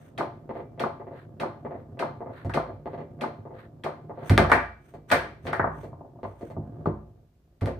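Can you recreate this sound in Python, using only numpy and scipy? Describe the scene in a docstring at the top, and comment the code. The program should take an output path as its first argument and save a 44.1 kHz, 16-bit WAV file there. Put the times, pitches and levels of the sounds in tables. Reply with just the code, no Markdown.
"""Table football in a quiet room.

Heard from one end of the table, two plastic men tap the ball to and fro; it hops and rolls, ringing the
playfield. Then come a shot, a rebound and bounces off the walls. The steel rods slide and clunk in
their bearings, and hard strokes make the cabinet boom."""
import sys
import numpy as np
from scipy import signal
from scipy.fft import rfft, irfft
from scipy.io import wavfile

SR = 44100
rng = np.random.default_rng(int(sys.argv[2]) if len(sys.argv) > 2 else 0)


def wav_out(sig):
    """Save sig, one row per channel (or a flat mono array), as 16-bit PCM at SR to the path in sys.argv[1]."""
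    wavfile.write(sys.argv[1], SR, np.round(np.clip(np.atleast_2d(sig).T, -1, 1) * 32767).astype(np.int16))


N = 343539
SIZE = 24000  # samples per response
AGE_S = np.arange(SIZE) / SR
FREQ_HZ = np.maximum(np.arange(SIZE // 2 + 1) * SR / SIZE, 1)
ROOM_T60_S = 0.36

# a man taps the ball across: t/s, level/dB, flight/s, hiss of the rod's return/dB
TAPS = [(.178, -35, .030, -59), (.796, -33.5, 0.042, -57.5), (1.3991, -36, 0.034, -69.5),
        (1.992, -34.5, 0.033, -53.5), (2.538, -31.5, .035, -63), (3.210, -36, 0.028, -56),
        (3.837, -37.5, 0.026, -57)]
# the loose ball hits playfield or wall: t/s, level/dB, contact/ms, first hop/s
KNOCKS = [(2.497, -35, 0.52, 0), (4.379, -16, 0.56, 0), (4.392, -21.5, 1.7, .028), (4.448, -25, 0.82, 0),
          (4.499, -24.5, 0.55, 0), (4.518, -10.5, 0.44, 0), (5.1145, -23, 0.34, 0), (5.124, -16, 0.49, 0),
          (5.531, -23.5, 0.49, 0.0058), (5.596, -19.5, 0.56, 0), (5.642, -22, 0.78, .030),
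          (5.930, -44, 0.93, 0), (6.009, -42.5, 1.12, 0.04), (6.157, -51.5, 1.25, 0), (6.189, -49, 1, 0),
          (6.250, -34.5, 0.89, 0), (6.430, -34.5, 1.93, 0), (6.566, -35.5, 1.12, 0),
          (6.858, -26, 0.83, 0.00071), (6.871, -21, 2.1, 0.0018)]
# a rod clunks in its bearings: t/s, level/dB, contact/ms
CLUNKS = [(2.448, -34.5, 0.1), (2.689, -35, 0.65), (4.939, -39.5, .11), (5.240, -37.5, .27),
          (5.454, -34.5, 0.16), (5.834, -36.5, 0.089), (6.232, -32, 0.24), (6.411, -39, 0.099),
          (6.502, -40, 0.074), (6.8576, -32.5, 0.19), (7.675, -33, .43)]
# stereo width of scattered sound: f/Hz, side over mid/dB
WIDTH = [(60, -24), (150, -18), (350, -11.5), (700, -5), (1400, -1), (4000, -0.5), (14000, -0.5)]


def from_db(db):
    """Decibels to gain."""
    return 10 ** (np.asarray(db) / 20)


def unit_energy(x):
    """Scale to a mean energy of one per channel."""
    return x / np.sqrt(np.mean(np.sum(x ** 2, axis=-1)))


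def dying(t60_s, rise_s):
    """Envelope that swells, then falls 60 dB in t60_s."""
    return (1 - np.exp(-AGE_S / rise_s)) * np.exp(-np.log(1000) * AGE_S / t60_s)


def partials(modes, rise_s):
    """Sum of dying sines."""
    return sum(from_db(db) * np.sin(2 * np.pi * hz * AGE_S) * dying(t60_s, rise_s)
               for hz, db, t60_s in modes)


def gains(points):
    """Gain per bin from (f/Hz, level/dB) points."""
    hz, db = np.transpose(points)
    return from_db(np.interp(np.log(FREQ_HZ), np.log(hz), db))


def colour(points):
    """Minimum-phase response through (f/Hz, level/dB) points."""
    cepstrum = irfft(np.log(gains(points)))
    causal_fold = 1 + np.sign(SIZE / 2 - np.arange(SIZE)) * (AGE_S > 0)
    return np.exp(rfft(cepstrum * causal_fold))


def resonances(modes):
    """Ringing peaks on a flat response."""
    return 1 + sum(from_db(db) / (1 + 1j * (FREQ_HZ ** 2 - hz ** 2) / (FREQ_HZ * width_hz))
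                   for hz, width_hz, db in modes)


def contact(ms, order):
    """Low-pass: a longer contact excites fewer highs."""
    corner_hz = min(1000 / max(ms, .06), .45 * SR)
    return signal.freqs(*signal.butter(order, 1, analog=True), FREQ_HZ / corner_hz)[1]


def scatter(t60_s, rise_s):
    """Stereo response of dense reflections."""
    mid, side = rfft(unit_energy(rng.standard_normal((2, SIZE)) * dying(t60_s, rise_s)))
    return mid + side * gains(WIDTH) * [[1], [-1]]


def reflections(blows, t60_s, rise_s, shared=.55):
    """One response per blow: the walls stay put, only the struck spot moves."""
    common = np.sqrt(shared) * scatter(t60_s, rise_s)
    return [common + np.sqrt(1 - shared) * scatter(t60_s, rise_s) for _ in blows]


def add(track, s, db, sound):
    """Mix in at time s, tail faded; db is the level if all the energy fell within 20 ms."""
    start = round(s * SR)
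    fade = np.minimum(1, 4 * (1 - np.arange(SIZE) / SIZE))
    scaled = from_db(db) * np.sqrt(.02 * SR) * unit_energy(sound) * fade
    track[:, start:start + SIZE] += scaled[..., :N - start]


def steady(response, drive):
    """Two unrelated drives through a unit-energy response, as mid and side."""
    impulse = irfft(response)
    side_impulse = irfft(response * colour(WIDTH)) / np.linalg.norm(impulse)
    mid = signal.oaconvolve(drive[0], unit_energy(impulse))[:N]
    side = signal.oaconvolve(drive[1], side_impulse)[:N]
    return mid + side * [[1], [-1]]


def hops(s, db, ms, gap_s, loss_db, restitution=.6, shortest_s=.025):
    """Ever shorter, weaker bounces: t/s, level/dB, contact/ms."""
    contacts = [(s, db, ms)]
    while gap_s > shortest_s:
        s, db = s + gap_s, db - loss_db
        contacts.append((s, db, ms))
        gap_s *= restitution
    return contacts


def room_air(level_db=-62.5):
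    """Faint, mostly low noise of the room."""
    spectrum = [(15, -48.5), (25, -16), (40, -3.5), (64, -0.5), (384, -26.5), (516, -30), (1700, -40),
                (9070, -49), (11300, -41.5), (12900, -44), (16000, -51)]  # room noise: f/Hz, level/dB
    return from_db(level_db) * steady(colour(spectrum), rng.standard_normal((2, N)))


def rolling(playfield, bumps_per_s=900, spread_db=1.3, gain_db=1.5):
    """Tiny bumps of the ball drum on the playfield, unevenly as it turns."""
    course = [(0.0, -49.5), (0.8, -46), (1.34, -50), (1.56, -45.5), (2.34, -46.5), (2.65, -45.5),
              (3.64, -49), (4.25, -47), (4.42, -29.5), (4.6, -55.5), (4.88, -57), (5.49, -48), (5.6, -42.5),
              (6.38, -54.5), (6.81, -39), (7.35, -67), (7.62, -65), (7.79, -42)]  # rumble over time: t/s, relative level/dB
    spectrum = [(25, -30), (60, -16.5), (75, 3), (105, 13.5), (140, 5), (190, -3.5), (280, -2),
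                (550, -13.5), (800, -22), (1200, -26), (2200, -45), (5000, -51.5)]  # rumble: f/Hz, level/dB
    s, db = np.transpose(course)
    envelope = from_db(np.interp(np.arange(N) / SR, s, db) + gain_db)
    turn_db = spread_db * np.interp(np.arange(N), np.linspace(0, N, 200), rng.standard_normal(200))
    bumps = (rng.random((2, N)) < bumps_per_s / SR) * rng.standard_normal((2, N)) * from_db(turn_db)
    rumble = steady(playfield * colour(spectrum), bumps / bumps.std() * envelope)
    return rumble * from_db([[-.4], [.4]])


def rubbing(strokes, grit_db=2.5, snags_per_s=220):
    """Sliding steel catches unevenly; its noise swells and fades with each stroke's speed."""
    t = np.arange(N) / SR
    snags_s = np.arange(0, N / SR, 1 / snags_per_s)
    grit = from_db(grit_db * np.interp(t, snags_s, rng.standard_normal(len(snags_s))))
    envelope = sum(from_db(db) * np.exp(-((t - s) / half_s) ** 2) for s, half_s, db in strokes)
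    return grit * envelope * rng.standard_normal((2, N))


def rod_slides(return_after_s=.394, return_half_s=.055):
    """A rod hisses back through its bearings after each tap; other strokes scrape more thinly."""
    strokes = [(.04, 0.076, -65.5), (4.28, 0.031, -51), (4.89, 0.072, -67.5), (5.1, 0.011, -49),
               (5.47, 0.03, -54.5), (5.80, 0.072, -62), (6.29, 0.067, -70.5), (6.45, 0.067, -65.5)]  # scraping strokes: middle/s, half length/s, level/dB
    hiss_spectrum = [(300, -8), (1000, 12), (1800, 11), (2700, -3.5), (4200, -7), (5500, -28), (7500, -27),
                     (9500, -19.5), (14000, -20.5)]  # returning rod: f/Hz, level/dB
    scrape_spectrum = [(300, 1.5), (1500, 8.5), (3500, -7), (5000, -17.5), (9500, -10.5), (14000, -10.5)]  # scraping rod: f/Hz, level/dB
    bearing_modes = [(3520, 250, -4), (6140, 350, 9), (8500, 390, 5.5)]  # bearing resonances: f/Hz, width/Hz, peak/dB
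    returns = [(s + return_after_s, return_half_s, hiss_db) for s, _, _, hiss_db in TAPS]
    hiss = steady(colour(hiss_spectrum), rubbing(returns))
    scrape = steady(colour(scrape_spectrum) * resonances(bearing_modes), rubbing(strokes))
    return hiss + scrape


def cabinet_thumps(nudge_after_s=.007, nudge_db=-4, nudge_hz=84, falloff_db_per_oct=6.4):
    """Jolted, or nudged by a clunk, the heavy cabinet swings up over a few cycles and booms."""
    jolts = [(2.451, -24.5, 97), (4.301, -9.5, 100), (4.382, -22.5, 190), (4.521, -33, 197),
             (5.124, -30.5, 78.7), (5.438, -35.5, 79), (5.603, -28, 89), (6.567, -27, 161),
             (6.862, -24.5, 175), (7.618, -19.5, 98)]  # heavy jolts: t/s, level/dB, most shaken f/Hz
    modes = [(60.24, -12.5, 1), (88.2, -17, 0.9), (100, 5, 0.18), (122.6, -1, 0.15), (160.1, -1, 0.17),
             (212, -11, 0.48), (264.7, 2, 0.12), (314.2, -8, 0.29), (356.7, 6.5, 0.11)]  # cabinet modes: f/Hz, level/dB, t60/s
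    nudges = [(s + nudge_after_s, db + nudge_db, nudge_hz) for s, db, _ in CLUNKS]
    out = np.zeros((2, N))
    for s, db, centre_hz in jolts + nudges:
        shaken = [(hz, mode_db - falloff_db_per_oct * abs(np.log2(hz / centre_hz)), t60_s)
                  for hz, mode_db, t60_s in modes]
        boom = rfft(partials(shaken, rise_s=.016))
        paths = 1 + from_db(-12) * scatter(t60_s=.35, rise_s=.015)
        add(out, s, db, irfft(boom * paths))
    return out * from_db([[-.6], [.6]])


def rod_clunks(rod_body, catches, slack_lead_s=.019, slack_db=-7, slack_ms=.4):
    """A rod is jarred by its own play, by slack before every second tap and by each ball it stops."""
    slack = [(s - slack_lead_s, db + slack_db, slack_ms) for s, db, _, _ in TAPS[1::2]]
    chatter = [hop for row in catches for hop in hops(*row, loss_db=2)]
    blows = CLUNKS + slack + chatter
    early = reflections(blows, t60_s=.11, rise_s=.0063)
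    late = reflections(blows, ROOM_T60_S, rise_s=.018)
    out = np.zeros((2, N))
    for k, (s, db, ms) in enumerate(blows):
        paths = 1 + from_db(6) * early[k] + from_db(-1) * late[k]
        add(out, s, db, irfft(rod_body * contact(ms, order=3) * paths))
    return out


def tap_rings(foot_db=-12.5, spread_db=4, steel_db=-22.5):
    """The foot cracks on the ball, never twice alike; close partials of the rod beat as they fade."""
    foot_modes = [(2710, 11.5, 0.01), (3250, 9.5, 0.011), (3750, 0, .012)]  # a man's foot: f/Hz, level/dB, t60/s
    steel_modes = [(4170, 4, 0.18), (4120, 0.5, 0.27), (4240, 0, 0.25), (4530, -5, 0.2)]  # high rod partials: f/Hz, level/dB, t60/s
    steel = rfft(partials(steel_modes, rise_s=.001))
    out = np.zeros((2, N))
    for s, db, _, _ in TAPS:
        struck = [(hz, mode_db + rng.normal(0, spread_db), t60_s) for hz, mode_db, t60_s in foot_modes]
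        add(out, s, db + foot_db, partials(struck, rise_s=.00042))
        paths = 1 + from_db(-1.5) * scatter(ROOM_T60_S, rise_s=.0054)
        add(out, s, db + steel_db, irfft(steel * paths))
    return out


def click_blows(crack_under_ms=.56, crack_db=-14.5):
    """Taps, shots and the briefest knocks all click; columns as in shots."""
    # hard blows of a man: t/s, click/dB, recoil/dB, direct sound/dB, treble/(dB/octave)
    shots = [(4.2965, -27, -23.5, 1.5, 2.5), (4.378, -17.5, -15.5, 8.5, -0.5), (5.103, -34, -26, 2.5, -3),
             (5.114, -19.5, -21.5, -13, 3), (5.469, -35, -29.5, -1.5, -5.5),
             (7.6103, -44.5, -31, -5.5, 2.5), (7.659, -41, -26.5, 4, 3)]
    taps = [(s, db, db + 8.5, -12.5, .34) for s, db, _, _ in TAPS]
    cracks = [(s - .001, db + crack_db, db + crack_db - 6.5, 0, 2)
              for s, db, ms, _ in KNOCKS if ms < crack_under_ms]
    return taps + shots + cracks


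def plastic_clicks(rod_body, recoil_after_s=.002):
    """A sharp plastic click excites the room; the recoil of man and rod swells just after."""
    spectrum = [(100, -18), (600, 1), (1500, 11), (2500, -4), (3600, -3), (5000, -9.5), (7000, -17.5),
                (9500, -11), (14000, -21.5), (16000, -24)]  # click: f/Hz, level/dB
    man_modes = [(2078, 45, 8), (2354, 180, 6.5), (3120, 53, -2.5), (4380, 340, -6.5), (5730, 280, -8)]  # plastic man's resonances: f/Hz, width/Hz, peak/dB
    plastic = colour(spectrum) * resonances(man_modes)
    snap = resonances([(1830, 210, -3), (3500, 550, 2.5)])
    walls = contact(.22, order=2)  # the walls soak up the highs
    recoil = rod_body * contact(.23, order=2)
    blows = click_blows()
    early = reflections(blows, t60_s=.22, rise_s=.00088)
    late = reflections(blows, t60_s=.4, rise_s=.006)
    shudder = reflections(blows, t60_s=.27, rise_s=.0064)
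    out = np.zeros((2, N))
    for k, (s, click_db, recoil_db, direct_db, treble_db_per_oct) in enumerate(blows):
        paths = from_db(direct_db) * snap + from_db(5) * early[k] + from_db(4) * walls * late[k]
        treble = colour([(3500, 0), (14000, 2 * treble_db_per_oct)])
        add(out, s, click_db, irfft(plastic * treble * paths))
        add(out, s + recoil_after_s, recoil_db, irfft(recoil * shudder[k]))
    return out


def ball_blows(catches):
    """The ball lands and skips after taps, drops after catches, runs loose: t/s, level/dB, contact/ms."""
    landings = [(s + flight_s, db + 9.5, .78) for s, db, flight_s, _ in TAPS]
    skips = [(s + flight_s + .023, db + 3, 1.1) for s, db, flight_s, _ in TAPS]
    drops = [(s + .017, db - 8, .95) for s, db, _, _ in catches]
    bounces = [hop for row in KNOCKS for hop in hops(*row, loss_db=6)]
    return landings + skips + drops + bounces


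def ball_knocks(playfield, catches, room_at_1ms_db=-.5, room_db_per_halving=4):
    """The ball rings the board; the sound rattles between the table's walls, then dies in the room."""
    spectrum = [(40, -25), (100, -8.5), (300, -6), (600, -5.5), (1000, -1.5), (1600, -1), (2500, -3),
                (5000, -4.5)]  # struck board: f/Hz, level/dB
    board = playfield * colour(spectrum)
    blows = ball_blows(catches)
    early = reflections(blows, t60_s=.028, rise_s=.0012)
    late = reflections(blows, ROOM_T60_S, rise_s=.0031)
    out = np.zeros((2, N))
    for k, (s, db, ms) in enumerate(blows):
        room_db = room_at_1ms_db - room_db_per_halving * np.log2(ms)  # hard contacts wake the room more
        paths = 1 + from_db(4) * early[k] + from_db(room_db) * late[k]
        add(out, s, db, irfft(board * contact(ms, order=7) * paths))
    return out * from_db([[.75], [-.75]])


def scene():
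    """Ball, rods and cabinet over the faint air of the room."""
    playfield_modes = [(155.6, 11, 16), (230.6, 25, 9), (265, 27, 6.5), (309.8, 11, 9.5), (354.7, 11, 13.5),
                       (387.8, 31, 11), (412, 12, 7.5), (462, 18, 10.5), (520.7, 13, 15),
                       (579.1, 20.8, 17.5), (664.4, 52, 14.5), (695.4, 31.2, 16.5), (782, 13, 8.5),
                       (848.5, 25, 14), (911, 27, 7.5), (1033, 15, 10), (1127, 7.4, 1), (1150, 66, 1),
                       (1185, 49, 7.5), (1348, 16, 4.5), (1324, 47, -5.5), (1467, 34, 7.5),
                       (1596, 130, 4.5), (1642, 30, 6), (1820, 52, 5), (1811, 10, 5.5), (1930, 11, 0.5),
                       (2166, 9, 4), (2145, 6.2, 3), (2325, 4.9, 9), (2700, 40, -1)]  # playfield resonances: f/Hz, width/Hz, peak/dB
    rod_modes = [(514, 150, -8), (2044, 65, 8.5), (3460, 360, -15.5), (4280, 220, 5.5)]  # rod bending modes: f/Hz, width/Hz, peak/dB
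    rod_spectrum = [(40, -13), (110, 1.5), (250, 4.5), (450, 5.5), (750, -2), (1100, -4.5), (1600, -16.5),
                    (2200, -17.5), (3000, -20.5), (5000, -28), (12000, -23)]  # jarred rod: f/Hz, level/dB
    catches = [(.493, -31.5, 0.34, 0.061), (.999, -36.5, 0.45, .070), (1.650, -31.5, 0.45, .059),
               (2.206, -33, 0.63, 0.055), (2.858, -31, 0.28, 0.075), (3.453, -39, 0.7, 0.054),
               (4.096, -34.5, 0.62, 0.079)]  # a man stops the ball: t/s, level/dB, contact/ms, first hop/s
    playfield = resonances(playfield_modes)
    rod_body = playfield * resonances(rod_modes) * colour(rod_spectrum)
    rods = plastic_clicks(rod_body) + rod_clunks(rod_body, catches) + tap_rings() + rod_slides()
    rods *= from_db([[.2], [-.2]])
    return room_air() + rods + ball_knocks(playfield, catches) + cabinet_thumps() + rolling(playfield)


def record(dry, notch_hz=11320, notch_width_hz=2800, cutoff_hz=15300):
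    """The microphone ports cancel a treble band; peaks clip at full scale and the top is cut."""
    notched = signal.lfilter(*signal.iirnotch(notch_hz, notch_hz / notch_width_hz, fs=SR), dry)
    lowpass = signal.ellip(10, .2, 80, cutoff_hz, fs=SR, output="sos")
    return signal.sosfilt(lowpass, np.clip(notched, -1, 1))


dry = scene()
out = record(dry)
wav_out(out)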